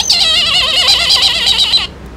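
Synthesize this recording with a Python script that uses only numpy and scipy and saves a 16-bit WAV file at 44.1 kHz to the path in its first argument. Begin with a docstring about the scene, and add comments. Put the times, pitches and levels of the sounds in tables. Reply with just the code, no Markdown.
"""A young kite, a bird of prey, gives one long scream from the ground close by.
It yelps, whistles thinly, then breaks into a quaver: eight times a second the voice swings between a
strained, rasping crest and a low, buzzy dip. Pulses from its voice box (the syrinx) ring the throat
and open beak, and the yard adds a short echo. After the scream stops, dry litter ticks once.
A low outdoor rumble lies under it all."""
import sys
import numpy as np
from scipy import signal
from scipy.fft import rfft, irfft, next_fast_len
from scipy.io import wavfile
from scipy.ndimage import uniform_filter1d, minimum_filter1d

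SR = 44100
rng = np.random.default_rng(int(sys.argv[2]) if len(sys.argv) > 2 else 0)


def unload_audio(sound):
    """Save the sound as a 16-bit wav file, at the path given as the first command line argument."""
    columns = np.transpose(np.atleast_2d(sound))
    # keep every value between -1 and 1, then stretch to whole-number steps
    steps = np.round(np.clip(columns, -1, 1) * 32767)
    wavfile.write(sys.argv[1], SR, steps.astype(np.int16))


N = 95388
TIME = np.arange(N) / SR
TOP_HZ = 15700  # upper limit of the overtones and of the finished sound

# how strongly the throat and beak ring: f/Hz, level/dB
THROAT_RING = [(350, -24.5), (650, -13), (830, -14.5), (1150, -9.5), (1400, -18.5), (1600, -32),
               (1950, -8.5), (2350, -16.5), (2900, -1), (3450, -5), (4050, 0), (4800, -4), (5900, -23.5),
               (8200, -23.5), (11000, -32.5), (15000, -46.5)]
# the beak's high ring, heard in the dips: f/Hz, level/dB
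BEAK_RING = [(5000, -45), (7800, -32), (9400, -1), (12000, 3), (15000, -12)]
# air tearing through a rough crest: f/Hz, level/dB
TEARING_AIR = [(1500, -45), (3000, -27), (4600, 2.5), (5400, 8.5), (6200, -9.5), (8200, -12),
               (11000, -27.5), (15000, -26)]
def scream(breath=0.15, rasp=0.1, split_hz=3500, slack_hz=490, slack_width_hz=100):
    """The voice box rings the throat; under strain the upper ring takes over from the lower."""
    hz, gain, strain, rough = voice_path()
    pulses, air = voice_box(hz, rough)
    throat = colour(pulses + (breath + rasp * rough) * air, THROAT_RING)
    lower = below(throat, split_hz)
    voice = (steady(lower) + strain * steady(throat - lower)) / np.hypot(1, strain)
    # the loud wave steepens, adding the octave of its strongest overtones; air hisses at the beak
    fizz = undb(-23.5) * voice ** 2 + undb(-41) * below(air, 16000)
    treble = fizz - below(fizz, 6000)
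    # at low pitch the slack voice box snaps shut and rings the beak
    slack = np.exp(-((hz - slack_hz) / slack_width_hz) ** 2)
    beak = undb(-26) * slack * steady(colour(pulses, BEAK_RING))
    screech = undb(-9) * rough ** 2 * steady(colour(air, TEARING_AIR))
    return gain * (voice + beak + screech + treble)


def voice_box(hz, rough, jitter=0.0293, tremor=0.01836, shimmer=0.42, uneven_db=5, drift_db=2.9):
    """Pulses and a nearly steady breath hiss; roughness shakes the pulses' timing, size and overtones."""
    boosts = {k: overtone_boost(k, hz) for k in range(4, 8)}
    locked = sum(gain - 1 for gain in boosts.values())
    rough = rough / (1 + (locked / undb(16)) ** 2)  # locking onto an overtone calms the voice
    shake = rough * (jitter * wander(278) + tremor * wander(84))
    phase = 2 * np.pi * np.cumsum(hz * (1 + shake)) / SR
    pulses = 0
    for k in range(1, 40):  # harmonic k sounds at k times the pitch
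        fits = np.clip((TOP_HZ - k * hz) / hz, 0, 1)
        flicker_db = uneven_db * rough * flicker(130) + drift_db * flicker(34.92)
        size = fits * boosts.get(k, 1) * undb(flicker_db)
        # higher overtones stray more from the pulse, up to 5600 Hz
        stray = np.minimum((k * hz / 5600) ** 2, 1) * flicker(250)
        pulses = pulses + size * np.cos(k * phase + stray)
    air = steady(rng.standard_normal(N) * (14 + np.cos(phase)))
    return pulses * np.sqrt(2 * hz / TOP_HZ) * (1 + shimmer * rough * wander(177)), air


# the scream breaks out and settles: t/s, pitch/Hz, level/dB, strain/dB, roughness (0-1)
# strain is how much louder the throat's upper ring is than its lower one
OUTBURST = [(0.099, 930.5, -2, 40, 0.72), (0.127, 831, -7.5, 9.5, 0.96), (0.137, 713, -11, 4, 0.53),
            (0.189, 677, -14.5, 4.5, 0.4), (0.219, 826.1, -8, 9, 0.93), (0.247, 650, -13, 0.5, 0.21),
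            (0.289, 651, -10.5, 5, .1), (0.329, 624.7, -12.5, -7.5, 0.03), (0.352, 649, -10, 6, 0)]
def opening(scoop_s=0.012, fade_db_per_s=950, yelp_strain_db=-0.5, yelp_rough=0.34):
    """Pitch, level, strain and roughness of a yelp that scoops up and dies, then of the outburst."""
    times, *columns = np.transpose(OUTBURST)
    yelp_hz = 803.3 + 169.9 * (1 - np.exp(-(TIME / scoop_s) ** 2))
    yelp = yelp_hz, -4.5 - fade_db_per_s * TIME, yelp_strain_db, yelp_rough
    return [np.where(TIME < times[0], first, np.interp(TIME, times, then))
            for first, then in zip(yelp, columns)]


SCREAM_END_S = 1.856
# each crest and the dip after it: crest start/s, crest end/s, crest/Hz, dip/Hz, crest roughness (0-1)
SWINGS = [(0.352, 0.418, 716, 579, 0.25), (0.456, 0.507, 668, 555.3, 0.4), (0.537, 0.615, 727, 506, 0.29),
          (0.665, 0.726, 650, 520, 0.43), (0.76, 0.829, 735, 499.3, 0.21), (0.876, 0.941, 811, 487, .7),
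          (0.988, 1.06, 695, 496.6, 0.56), (1.096, 1.162, 812, 482.7, 0.74), (1.219, 1.281, 790, 470, 0.71),
          (1.333, 1.4, 675, 460.7, .48), (1.463, 1.523, 787.7, 444.8, 0.58),
          (1.582, 1.643, 789.5, 418, 0.6), (1.725, 1.777, 807.7, 351.7, 0.31)]
def quaver(hz, db, rough, break_hz=760, dip_db=-11.5, dip_rough=0.22, edge_drop_db=3.5, tiring_db=4.5):
    """Follow the opening with crests and dips, each loudest in its middle; the bird tires late on."""
    # the scream stops at the bottom of the last dip
    dip_ends = [row[0] for row in SWINGS[1:]] + [2 * SCREAM_END_S - SWINGS[-1][1]]
    tired_db = tiring_db * (TIME / SCREAM_END_S) ** 3.04
    for (start, end, top_hz, dip_hz, crest_rough), dip_end in zip(SWINGS, dip_ends):
        begun, on_crest = TIME >= start, TIME < end
        edge = np.where(on_crest, arc(start, end), arc(end, dip_end))
        sag = 0.05 if top_hz > break_hz else 0.11  # crest ends droop less above the voice's break
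        slide = 0.023 * ((TIME - start) / (end - start) - .5)
        crest = top_hz * (1 - sag * edge ** 1.3 - slide)
        dip = dip_hz + 0.3 * (top_hz - dip_hz) * edge
        crest_db = -10 + 0.0573 * (top_hz - 709.6)  # higher crests are louder
        level = np.where(on_crest, crest_db, dip_db)
        hz = np.where(begun, np.where(on_crest, crest, dip), hz)
        db = np.where(begun, level - edge_drop_db * edge - tired_db, db)
        rough = np.where(begun, np.where(on_crest, crest_rough, dip_rough), rough)
    return hz, db, rough


# which throat ring wins depends on where the overtones fall: pitch/Hz, strain/dB
STRAIN_BY_PITCH = [(400, -9.5), (495, -8), (572, -14.5), (650, 1.5), (730, -5.5), (800, 10.5)]
def voice_path(pure_squeal_db=10.5, catch_s=0.0082, catch_db=-1, release_s=0.008):
    """Pitch, loudness, strain and roughness from the yelp to the catch in the voice as it stops."""
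    hz, db, opening_strain_db, rough = opening()
    hz, db, rough = quaver(hz, db, rough)
    hz = smooth(hz, 0.0069)
    # in the quaver, a squeal on harmonic 5 adds strain, and a strong one adds loudness
    squeal_db = squeal(5)
    quaver_strain_db = np.interp(hz, *np.transpose(STRAIN_BY_PITCH)) + 0.5 * squeal_db
    strain_db = np.where(TIME < SWINGS[0][0], opening_strain_db, quaver_strain_db)
    db = db + 0.16 * (TIME > OUTBURST[-1][0]) * np.maximum(squeal_db - pure_squeal_db, 0)
    catch = np.exp(-((TIME - SCREAM_END_S + release_s) / catch_s) ** 2)
    release = np.clip((SCREAM_END_S - TIME) / release_s + .5, 0, 1)
    gain = undb(db + catch_db * catch) * release
    rough = np.clip(smooth(rough + 0.26 * catch, 0.0053), 0, 1)
    return hz, smooth(gain, 0.0046), undb(smooth(strain_db, 0.011)), rough


# moments when the voice box locks onto one overtone: start/s, end/s, harmonic number, boost/dB
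LOCKS = [(0.096, 0.106, 5, 17), (0.112, 0.13, 5, 5.5), (0.15, 0.207, 6, 8), (0.26, 0.315, 6, 6.5),
         (0.357, 0.417, 4, 7.5), (0.552, 0.602, 4, 2), (1.502, 1.52, 5, 11), (1.605, 1.641, 5, 9.5),
         (1.732, 1.775, 5, 14.5)]
def squeal(harmonic):
    """Boost in dB while the voice locks onto this harmonic; the strongest is a nearly pure squeal."""
    boost_db = sum(db * (round(number) == harmonic) * ((TIME > start) & (TIME <= end)) * 1.
                   for start, end, number, db in LOCKS)
    return smooth(boost_db, 0.0067)


# throat rings that pull the voice box along as an overtone passes: f/Hz, width/Hz, boost/dB
THROAT_PULLS = [(2977, 366, 3.5), (3852, 73, 6.5)]
def overtone_boost(harmonic, hz):
    """Gain of one harmonic as it passes a throat ring or squeals, whichever is stronger."""
    pull_db = sum(db * np.exp(-((harmonic * hz - centre_hz) / width_hz) ** 2)
                  for centre_hz, width_hz, db in THROAT_PULLS)
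    return undb(np.maximum(pull_db, squeal(harmonic)))


# the thin whistle between yelp and outburst: t/s, pitch/Hz
WHISTLE_PITCH = [(0.008, 5650), (0.018, 6220), (0.06, 6240), (0.08, 6160), (0.095, 5920), (0.101, 4560)]
def whistle(waver=0.004, rise_db_per_s=105, throb_at_s=0.0803, throb_hz=46, throb_db=5.5):
    """A thin, airy tone that throbs and grows, with faint octaves below and above."""
    times, hz = np.transpose(WHISTLE_PITCH)
    phase = 2 * np.pi * np.cumsum(np.interp(TIME, times, hz) * (1 + waver * wander(600))) / SR
    tone = np.sin(phase) + undb(-21.5) * np.sin(phase / 2) + undb(-30) * np.sin(2 * phase)
    air = undb(-21) * (wander(950) * np.sin(phase) + 0.76 * rng.standard_normal(N))
    age = np.minimum(TIME, times[-1]) - throb_at_s
    throb = throb_db * np.cos(2 * np.pi * throb_hz * age)
    db = -19.5 + rise_db_per_s * age + throb + 1.5 * wander(200)
    sounding = smooth((TIME > times[0]) * (TIME < times[-1]) * 1., 0.002)
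    return np.sqrt(2) * (tone + air) * undb(db) * sounding


# what the ground and nearby things send back: f/Hz, level/dB
ECHO_TONE = [(500, -0.5), (2200, -10), (2900, -8.5), (3500, -8.5), (4300, -3.5), (9000, -3.5)]
def echo(x, level_db=-14, delay_s=0.0055, fade_s=0.25):
    """Sound bounces off nearby things as a short, dense tail that falls 60 dB in fade_s."""
    bounces = rng.standard_normal(N) * undb(-60 * TIME / fade_s) * (TIME > delay_s)
    echoed = signal.fftconvolve(x, colour(bounces, ECHO_TONE))[:N]
    return undb(level_db) * echoed * x.std() / echoed.std()


def litter_tick(at_s=2.061, level_db=-32.5, decay_s=0.0023):
    """Dry litter snaps once: a tiny burst of noise."""
    age = TIME - at_s
    return undb(level_db) * rng.standard_normal(N) * np.exp(-np.abs(age) / decay_s) * (age > 0)


# the outdoor rumble, from low to high: f/Hz, level/dB
RUMBLE_TONE = [(20, -30), (45, -1), (80, -1.5), (120, -7.5), (180, -3), (250, -11.5), (400, -9.5),
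               (800, -18), (1600, -21.5), (3000, -30), (6500, -39.5), (15000, -55)]
def yard(rumble_db=-31, drone_hz=65, rise_db_per_s=2.5, swell_at_s=0.99, swell_db=9.5):
    """Outdoor rumble with a low, unsteady drone that grows slowly and swells once."""
    rumble = colour(rng.standard_normal(N), RUMBLE_TONE) * undb(0.2 * wander(8.8))
    swell = np.exp(-((TIME - swell_at_s) / 0.056) ** 2)
    drone_db = -39 + rise_db_per_s * TIME + 2 * wander(6) + swell_db * swell
    phase = 2 * np.pi * np.cumsum(drone_hz * (1 + 0.029 * wander(5.2))) / SR
    drone = np.sqrt(2) * np.sin(phase)
    return undb(rumble_db) * rumble / rumble.std() + undb(drone_db) * drone


def undb(db):
    """Turn decibels into a gain to multiply by."""
    return 10 ** (np.asarray(db) / 20)


def smooth(x, seconds):
    """Moving average."""
    return uniform_filter1d(x, max(int(seconds * SR), 1), mode="nearest")


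def steady(x):
    """Even out the level over a few voice cycles, to an average power of 1."""
    return x / np.sqrt(np.abs(smooth(smooth(x * x, .012), .008)) + 1e-12)


def wander(hz):
    """Random drift of typical size 1, mostly slower than hz."""
    freqs = np.arange(N // 2 + 1) * SR / N
    x = irfft(rfft(rng.standard_normal(N)) / (1 + (freqs / hz) ** 4), N)
    return x / x.std()


def flicker(rate):
    """Random levels, rate of them a second, joined by straight lines."""
    points = rng.standard_normal(1000)
    return np.interp(TIME * rate, np.arange(len(points)), points)


def arc(start, end):
    """A bowl shape: 0 in the middle of a span and 1 at its ends."""
    return np.minimum((2 * (TIME - start) / (end - start) - 1) ** 2, 1)


def colour(x, points):
    """Shape the tone with a filter that runs through (f/Hz, level/dB) points."""
    size = next_fast_len(N + SR // 2)
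    size += size % 2
    hz, db = np.transpose(points)
    freqs = np.arange(size // 2 + 1) * SR / size
    gain = undb(np.interp(np.log(freqs + 1), np.log(hz), db))
    # this fold makes the filter ring only after a sound, never before it
    cepstrum = irfft(np.log(gain))
    cepstrum[1:size // 2] *= 2
    cepstrum[size // 2 + 1:] = 0
    return irfft(rfft(x, size) * np.exp(rfft(cepstrum)))[:N]


def below(x, hz):
    """Keep what lies below hz, without delaying it."""
    return signal.sosfiltfilt(signal.butter(8, hz, fs=SR, output="sos"), x)


def scene():
    """The bird, its echo, the yard and one tick, in mono."""
    bird = scream() + whistle()
    return (bird + echo(bird) + yard() + litter_tick())[None]


def record(dry, ceiling=1.09, hold_s=0.00064):
    """A fast limiter turns down the loudest peaks, any excess clips, and the highest treble is cut."""
    held = -minimum_filter1d(-np.abs(dry[0]), int(hold_s * SR) + 1)
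    peak = smooth(held, hold_s)
    clipped = np.clip(dry / np.maximum(peak / ceiling, 1), -1, 1)
    return signal.sosfilt(signal.ellip(10, .2, 80, TOP_HZ, fs=SR, output="sos"), clipped)


dry = scene()
out = record(dry)
unload_audio(out)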